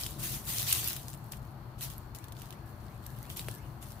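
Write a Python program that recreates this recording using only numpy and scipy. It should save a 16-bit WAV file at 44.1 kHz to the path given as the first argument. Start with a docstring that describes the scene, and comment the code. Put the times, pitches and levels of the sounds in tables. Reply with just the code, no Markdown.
"""From the start, a low rumble, a machine hum and a thin hiss lie behind a hen near a brick wall.
She steps through dry leaves and rakes them back with a foot: each stroke is a shower of tiny
leaf cracks, and single twigs snap. Then she pecks and tosses bits of litter, and now and then
her beak or foot knocks on the soil. After about two seconds, two faint, distant birds join in."""
import sys
import numpy as np
from scipy import signal
from scipy.fft import rfft, irfft
from scipy.io import wavfile
from scipy.ndimage import uniform_filter1d

SR = 44100
rng = np.random.default_rng(int(sys.argv[2]) if len(sys.argv) > 2 else 0)


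def log_audio(samples):
    """Write samples as a 16-bit WAV file to the path given in sys.argv[1]."""
    # one column per channel
    frames = np.atleast_2d(samples).T
    # limit to full scale, then quantise
    limited = np.clip(frames, -1, 1)
    pcm = np.round(limited * 32767).astype(np.int16)
    wavfile.write(sys.argv[1], SR, pcm)


N = 176400
TIME, FREQS = np.arange(N) / SR, np.fft.rfftfreq(N, 1 / SR)
RING_DECAY_S = 0.00049


def amp(db):
    """Turns decibels into a number to multiply a sound by."""
    return 10 ** (np.asarray(db) / 20)


def unit(x):
    """Scales a signal to an average size (rms) of 1."""
    return x / np.sqrt(np.mean(x ** 2) + 1e-20)


def curve_at(points, hz):
    """Reads between the rows of a table, giving each octave equal room."""
    row_hz, value = np.transpose(points)
    return np.interp(np.log(hz + 1), np.log(row_hz + 1), value)


def pan(left_db):
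    """Two channel gains that make the left louder than the right by left_db."""
    return amp(np.array([[.5], [-.5]]) * left_db)


def add(mix, start_s, sound):
    """Mixes a sound in at its start time."""
    part = mix[:, max(round(start_s * SR), 0):][:, :sound.shape[-1]]
    part += sound[..., :part.shape[-1]]


def colour(x, tone):
    """Gives a sound a tone curve, using a filter that never rings ahead of a crack."""
    log_gain = np.log(amp(curve_at(tone, abs(np.fft.fftfreq(4096, 1 / SR)))))
    response = np.exp(np.conj(signal.hilbert(log_gain)))
    taps = np.fft.ifft(response).real[:2048]
    return signal.oaconvolve(x, taps[None] / np.linalg.norm(taps), axes=1)[:, :N]


def partly_alike(a, b, likeness):
    """Blends two noises into left and right: likeness 0 is unrelated, 1 is the same."""
    return np.array([a, likeness * a + np.sqrt(1 - likeness ** 2) * b])


def outdoor_air():
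    """Outdoor noise whose low rumble slowly swells and sinks."""
    # Tone of the noise: pitch_hz, level_db
    tone = [(15, -37), (26, -19), (37, -5.5), (60, 0), (95, -2), (118, 3), (138, 3.5), (162, -7), (215, -9),
            (275, -14.5), (335, -13), (480, -21.5), (720, -16), (1100, -17.5), (1600, -24), (2300, -33),
            (3600, -37.5), (5500, -42), (9000, -47), (12500, -36.5), (16000, -40.5)]
    # How alike left and right are: pitch_hz, likeness (0 to 1)
    likeness = [(30, 1), (150, 1), (300, 0.87), (550, 0.77), (1000, 0.22), (2000, 0.1), (5000, 0.042),
                (15000, 0.038)]
    # Lean to the left: pitch_hz, left_db
    balance = [(30, 8), (200, 5.5), (600, 6.5), (1100, 4), (2200, 0), (4400, 7), (8000, 5), (15000, -3.5)]
    # Swell of the rumble: time_s, gain_db
    swell = [(0, 2), (.2, 4.5), (.5, 1), (1.2, 0), (2.2, -.5), (3.0, -1.5), (3.5, 1.8), (4, -3)]
    spectrum = partly_alike(*rfft(rng.standard_normal((2, N))), curve_at(likeness, FREQS))
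    spectrum = spectrum * amp(curve_at(tone, FREQS)) * pan(curve_at(balance, FREQS))
    whole = irfft(spectrum, N)
    rumble = irfft(spectrum / (1 + (FREQS / 450) ** 4), N)  # the part below 450 Hz
    rumble_gain = amp(np.interp(TIME, *np.transpose(swell)))
    return amp(-45) * (whole + rumble * (rumble_gain - 1)) / whole.std()


def machine_hum(wander_hz=1.575, swell_db=4.1):
    """A distant machine hums a few tones that waver in pitch and loudness."""
    # Tones of the hum: pitch_hz, level_db
    tones = [(113.5, -54.5), (136, -57.5), (210, -63), (333, -66.5), (587.5, -73.5)]
    keep_slow = np.exp(-(FREQS / 4) ** 2)
    out = np.zeros(N)
    for pitch_hz, level_db in tones:
        drift, swell = map(unit, irfft(rfft(rng.standard_normal((2, N))) * keep_slow, N))
        phase = 2 * np.pi * np.cumsum(pitch_hz + wander_hz * drift) / SR
        out += amp(level_db) * unit(amp(swell_db * swell) * np.sin(phase))
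    return out * pan(left_db=4)


def thin_hiss(pitch_hz=4345, width_hz=340):
    """A narrow band of noise makes a steady, distant hiss."""
    band = np.exp(-((FREQS - pitch_hz) / width_hz) ** 2)
    hiss = irfft(rfft(rng.standard_normal((2, N))) * band, N)
    return amp(-74.5) * unit(hiss) * pan(left_db=6.5)


def crack(decay_s, size=512):
    """One crack: a burst of noise that dies fast and differs between left and right."""
    noise = partly_alike(*rng.standard_normal((2, size)), likeness=0.097)
    burst = noise * np.exp(-np.arange(size) / SR / decay_s)
    return burst / np.linalg.norm(burst, axis=1, keepdims=True)


def ring(pitch_hz, decay_s, size=512):
    """A broken piece vibrates at one pitch and quickly fades."""
    t = np.arange(size) / SR
    ping = np.sin(2 * np.pi * (pitch_hz * t + rng.random((2, 1)))) * np.exp(-t / decay_s)
    return ping / np.linalg.norm(ping, axis=1, keepdims=True)


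def crackle(cracks_per_s, spread_db, pitches=32):
    """Leaf flakes of many pitches crack at random moments with random force."""
    count = int(cracks_per_s * N / SR / pitches)
    out = np.zeros((2, N))
    for pitch_hz in np.geomspace(2500, 15000, pitches):
        grain = crack(decay_s=0.00032, size=256) + .5 * ring(pitch_hz, RING_DECAY_S / 2, size=256)
        moment, chance = rng.random((2, 4000))[:, :count]
        force = amp(-spread_db * np.log(np.maximum(chance, .025)))  # many weak, few strong
        hits = np.bincount((moment * N).astype(int), force, N)
        out += signal.oaconvolve(hits[None], grain, axes=1)[:, :N]
    return unit(out)


def shifting_leaves(crunch, depth_db=2, width_hz=219, span_s=0.011):
    """Leaves of different sizes pass under the foot, so the tone keeps changing at random."""
    hz, t, spectra = signal.stft(crunch, SR, nperseg=512, noverlap=384)
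    across = np.fft.fftfreq(len(hz), hz[1])[:, None]
    along = np.fft.fftfreq(len(t), t[1])
    blur = np.exp(-(np.pi * across * width_hz) ** 2 - (np.pi * along * span_s) ** 2)
    noise = rng.standard_normal(spectra.shape[1:])
    patches = unit(np.fft.ifft2(np.fft.fft2(noise) * blur).real)  # loud and soft spots in pitch and time
    return signal.istft(spectra * amp(depth_db * patches), SR, nperseg=512, noverlap=384)[1][:, :N]


def leaf_rustle(big_leaves_db=-11):
    """Each stroke of foot or beak swells, holds and fades, cracking small flakes and big leaves."""
    # Strokes; the last two columns set the share of big leaves and of loose crackle:
    # start_s, rise_s, hold_s, fall_db_per_s, level_db, leaves_db, loose_db
    strokes = [(0.0, 0.001, 0.0097, 108, -36.5, 2.5, -10.5), (0.18, 0.018, .03, 100, -41, -1, -18),
               (0.221, 0.011, 0.031, 104, -34.5, -1, -13), (0.302, 0.022, 0.033, 271, -37.5, 0, -23),
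               (0.435, .01, .02, 100, -45.5, -5, -12), (0.457, 0.029, .15, 221, -35, 0.5, -11),
               (0.561, .04, .015, 300, -39.5, 1, -1.5), (0.655, 0.029, 0.061, 82, -30, 3, -14.5),
               (0.831, 0.026, 0.033, 148, -36.5, 2, -4), (1.067, 0.0082, 0.022, 134, -54, -9, 4.5),
               (1.206, 0.032, 0.048, 200, -64.5, -7, 3), (1.314, 0.0046, 0.0087, 298, -48, 2.5, -6),
               (1.412, 0.012, .005, 125, -64, -7, 2.5), (1.777, 0.018, .015, 200, -53.5, 6, -3),
               (1.807, 0.011, 0.024, 330, -37.5, 2.5, -5), (1.886, 0.0092, .012, 127, -50, 0.5, -6.5),
               (2.146, .002, 0.0091, 450, -47, -2, -13), (2.18, .005, 0.055, 74, -62, 0, -6),
               (2.34, 0.033, 0.083, 98, -58.5, 5, -4), (2.52, .005, 0.008, 300, -67, 8, -3),
               (2.657, .004, 0.018, 79, -62, -6, -4), (2.792, .01, .14, 78, -66, 3, -3),
               (3.004, 0.035, 0.23, 60, -60, 0.5, -1.5), (3.292, 0.0045, .02, 172, -48, 0, -12),
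               (3.358, .01, 0.024, 220, -43, 3.5, -7.5), (3.437, .04, .05, 220, -52.5, 4, -1.5),
               (3.55, .02, 0.091, 53, -63, 1, -8), (3.807, 0.019, .006, 300, -49, 0.5, -9),
               (3.85, .01, 0.029, 97, -54, -3, -1)]
    # Tone of small dry flakes: pitch_hz, level_db
    flake_tone = [(100, -21), (600, -14), (2000, -6.5), (3200, -12.5), (5000, -8), (6800, -5), (8300, -3.5),
                  (11500, -0.5), (14000, 1), (16000, 1)]
    # Tone of big leaves: pitch_hz, level_db
    leaf_tone = [(100, -21), (500, -8), (1200, -8), (2000, -7.5), (2900, 2.5), (4300, 2), (6000, -2.5),
                 (9000, -5), (16000, -12)]
    power = np.zeros((2, 2, N))  # fine or loose, flakes or leaves, time
    for start_s, rise_s, hold_s, fall_db_per_s, level_db, leaves_db, loose_db in strokes:
        t = TIME - start_s
        fallen_db = abs(fall_db_per_s) * np.maximum(t - rise_s - hold_s, 0)
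        level = np.clip(t / rise_s, 0, 1) * amp(level_db - fallen_db)
        shares = np.outer(amp([0, loose_db]), amp([0, big_leaves_db + leaves_db]))
        power += (shares[..., None] * level) ** 2
    (fine_flakes, fine_leaves), (loose_flakes, loose_leaves) = np.sqrt(power)
    # Many tiny cracks make a crunch; fewer, more uneven ones make a loose crackle.
    flake_crunch = crackle(cracks_per_s=9000, spread_db=1)
    loose = crackle(cracks_per_s=330, spread_db=4.5)
    leaf_crunch = crackle(cracks_per_s=4500, spread_db=1)
    flakes = colour(flake_crunch * fine_flakes + loose * loose_flakes, flake_tone)
    leaves = colour(leaf_crunch * fine_leaves + loose * loose_leaves, leaf_tone)
    return shifting_leaves(flakes + leaves) * pan(left_db=3)


def echoes(sound, decay_s, size=12000):
    """Scattered reflections arrive after 3 ms and die away."""
    t = np.arange(size) / SR
    tail = rng.standard_normal((2, size)) * np.exp(-t / decay_s) * (t > .003)
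    return signal.oaconvolve(sound, tail / np.linalg.norm(tail[0]), axes=1)[:, :N]


def twig_snaps(rise_s=0.00036):
    """Fibres give way in a quick crack, and the piece that broke rings briefly."""
    # Twigs and leaf ribs snapping:
    # start_s, strength_db, ring_hz, ring_db (compared with the crack), crack_decay_s, left_db
    snaps = [(0.0357, -38, 4850, 2.5, 0.00037, 7), (0.064, -32.5, 3300, -5, 0.0026, 4),
             (.108, -43, 12000, -5, .0008, -1), (.4915, -40, 8200, 3, .0005, 2),
             (0.5844, -29, 5740, -4, 0.00023, -1), (.62, -35, 5070, -5, 0.0006, 7),
             (0.629, -29, 4000, -12, 0.00066, 1), (0.726, -20.5, 11500, -1, .0013, 4),
             (0.7284, -21, 11200, -3, 0.0016, 0), (0.737, -31, 13000, -3, 0.00056, 2),
             (0.7507, -38.5, 4100, 2.5, .0004, 9), (0.843, -32, 7000, -6, 0.00054, 6),
             (0.876, -33, 12000, 6, 0.0012, 0), (.8845, -32, 11900, 1, .0005, 0),
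             (0.92, -40, 7700, -4, .0006, 1), (0.931, -32.5, 4950, -11, .0008, 5),
             (0.9651, -33.5, 4760, -11, 0.00047, 3), (1.031, -49, 8000, -8, .0008, 1),
             (1.053, -60, 9000, -7, .0004, 1), (1.083, -35.5, 4840, -13, 0.00048, 2),
             (1.132, -45.5, 7100, -9, 0.00094, 11), (1.139, -45.5, 8000, -2, 0.00086, -2),
             (1.3208, -35.5, 12300, -2, 0.0023, 4), (1.371, -54, 7940, -7, 0.0011, 12),
             (1.9015, -41, 8900, -16, 0.00055, 1), (1.9812, -50, 12240, 6.5, .0004, -4),
             (2.1492, -44.5, 3430, -9.5, 0.00092, 6), (2.161, -48, 10000, -11, .0008, 8),
             (2.187, -47.5, 7600, -1.5, 0.00079, 7), (2.2415, -45, 3720, -4.5, 0.0027, 3),
             (2.2838, -46.5, 13000, -9, 0.00097, 4), (2.322, -44, 3540, -5, 0.0043, 2),
             (2.3975, -51, 9000, -10, .001, 2), (2.4187, -41.5, 2820, -8, 0.0027, -1),
             (2.5065, -43, 13200, -10, .0005, -10), (2.526, -48.5, 3000, 0.5, .0007, 4),
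             (2.529, -50, 8000, -13, .0006, -2), (3.0636, -45.5, 3900, -5, 0.0012, 6),
             (3.0658, -41.5, 12100, -3, 0.00044, 2), (3.188, -55, 11900, 3, .0005, -13),
             (3.2288, -46.5, 12600, -9, 0.00037, -11), (3.301, -43, 3080, 3, .001, 2),
             (3.3707, -38.5, 12100, 2, 0.00053, -1), (3.375, -49, 10000, -9, .0008, -2),
             (3.3945, -34.5, 3900, -2.5, 0.0008, 1), (3.485, -38, 11100, -6, 0.0011, 0),
             (3.49, -45, 5000, -4, .0015, -2), (3.513, -41, 10100, -17, 0.0013, 1),
             (3.55, -43, 9900, -17, 0.00035, 3), (3.827, -51, 11200, 4, .001, 7),
             (3.904, -57, 11000, -1, .0008, 0), (3.92, -44, 10100, -13, .0006, 0)]
    # Tone of the cracks: pitch_hz, level_db
    tone = [(100, -6), (1200, -18.5), (3000, -3.5), (7000, -2), (12000, 2), (16000, -1)]
    cracks, rings = np.zeros((2, 2, N))
    for start_s, strength_db, ring_hz, ring_db, crack_decay_s, left_db in snaps:
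        force = 10 * amp(strength_db) * pan(left_db)
        burst = crack(crack_decay_s)
        burst *= 1 - np.exp(-TIME[:burst.shape[1]] / rise_s)
        add(cracks, start_s, force * burst / np.linalg.norm(burst, axis=1, keepdims=True))
        add(rings, start_s, force * amp(ring_db) * ring(ring_hz, RING_DECAY_S))
    return colour(cracks, tone) + rings


def soil_knocks(grit_db=-7):
    """Beak or foot gives the ground one dull push, with a little grit."""
    # Knocks on the soil: start_s, strength_db
    knocks = [(0.832, -43.5), (1.3353, -45), (3.37, -53), (3.4852, -35)]
    # Tone of a knock: pitch_hz, level_db
    tone = [(100, -30), (400, 13), (1000, 1.5), (2000, 1), (3300, 1.5), (5000, -25), (16000, -27)]
    out = np.zeros((2, N))
    for start_s, strength_db in knocks:
        push = signal.unit_impulse(512) + amp(grit_db) * crack(decay_s=.001)
        add(out, start_s, 10 * amp(strength_db) * push)
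    return colour(out, tone) * pan(left_db=4.7)


def bird_note(pitch_hz, waver_share=0.0287):
    """A note that fades in and out while wavering around a pitch curve."""
    waver = unit(uniform_filter1d(rng.standard_normal(N), size=300))[:len(pitch_hz)]
    phase = 2 * np.pi * np.cumsum(pitch_hz * (1 + waver_share * waver)) / SR
    return unit(np.sin(phase) * signal.windows.tukey(len(pitch_hz), .5))


def far_birds(whistle_s=.105, whistle_from_hz=1750, call_s=0.111, call_hz=1608):
    """Two birds blurred by echoes: one whistles upward, the other's calls rise and fall a little."""
    # Rising whistles: start_s, level_db, top_hz
    whistles = [(2.15, -68, 3100), (2.5, -70, 2870), (2.85, -69.5, 2770), (3.2, -66, 3100),
                (3.555, -67, 3360)]
    # The second bird's calls: start_s, level_db
    calls = [(2.17, -70), (2.6, -67), (3.036, -65), (3.48, -65)]
    out = np.zeros((2, N))
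    for start_s, level_db, top_hz in whistles:
        sweep_hz = np.geomspace(whistle_from_hz, top_hz, int(whistle_s * SR))
        add(out, start_s, amp(level_db) * bird_note(sweep_hz))
    arch_hz = call_hz * (1 + 0.0697 * np.sin(np.linspace(0, np.pi, int(call_s * SR))))
    for start_s, level_db in calls:
        add(out, start_s, amp(level_db) * bird_note(arch_hz))
    return .5 * out + echoes(out, decay_s=0.051)


def scene():
    """The hen, with echoes from wall and ground, over the background."""
    # How the hen's sound leans between the two microphones: pitch_hz, left_db
    balance = [(300, 0), (1200, -1), (2300, -1.5), (3200, -4), (4500, 0.5), (6000, 3.5), (8000, 1.5),
               (15000, -4)]
    hen = leaf_rustle() + twig_snaps() + soil_knocks()
    hen = hen + amp(-12) * echoes(hen, decay_s=0.006)
    hen = irfft(rfft(hen) * pan(curve_at(balance, FREQS)), N)
    return hen + outdoor_air() + machine_hum() + thin_hiss() + far_birds()


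def record(dry):
    """Cuts the highest treble, above 15580 Hz."""
    low_pass = signal.firwin(401, 15580, window=("kaiser", 8), fs=SR)
    return signal.oaconvolve(dry, low_pass[None], "same")


dry = scene()
out = record(dry)
log_audio(out)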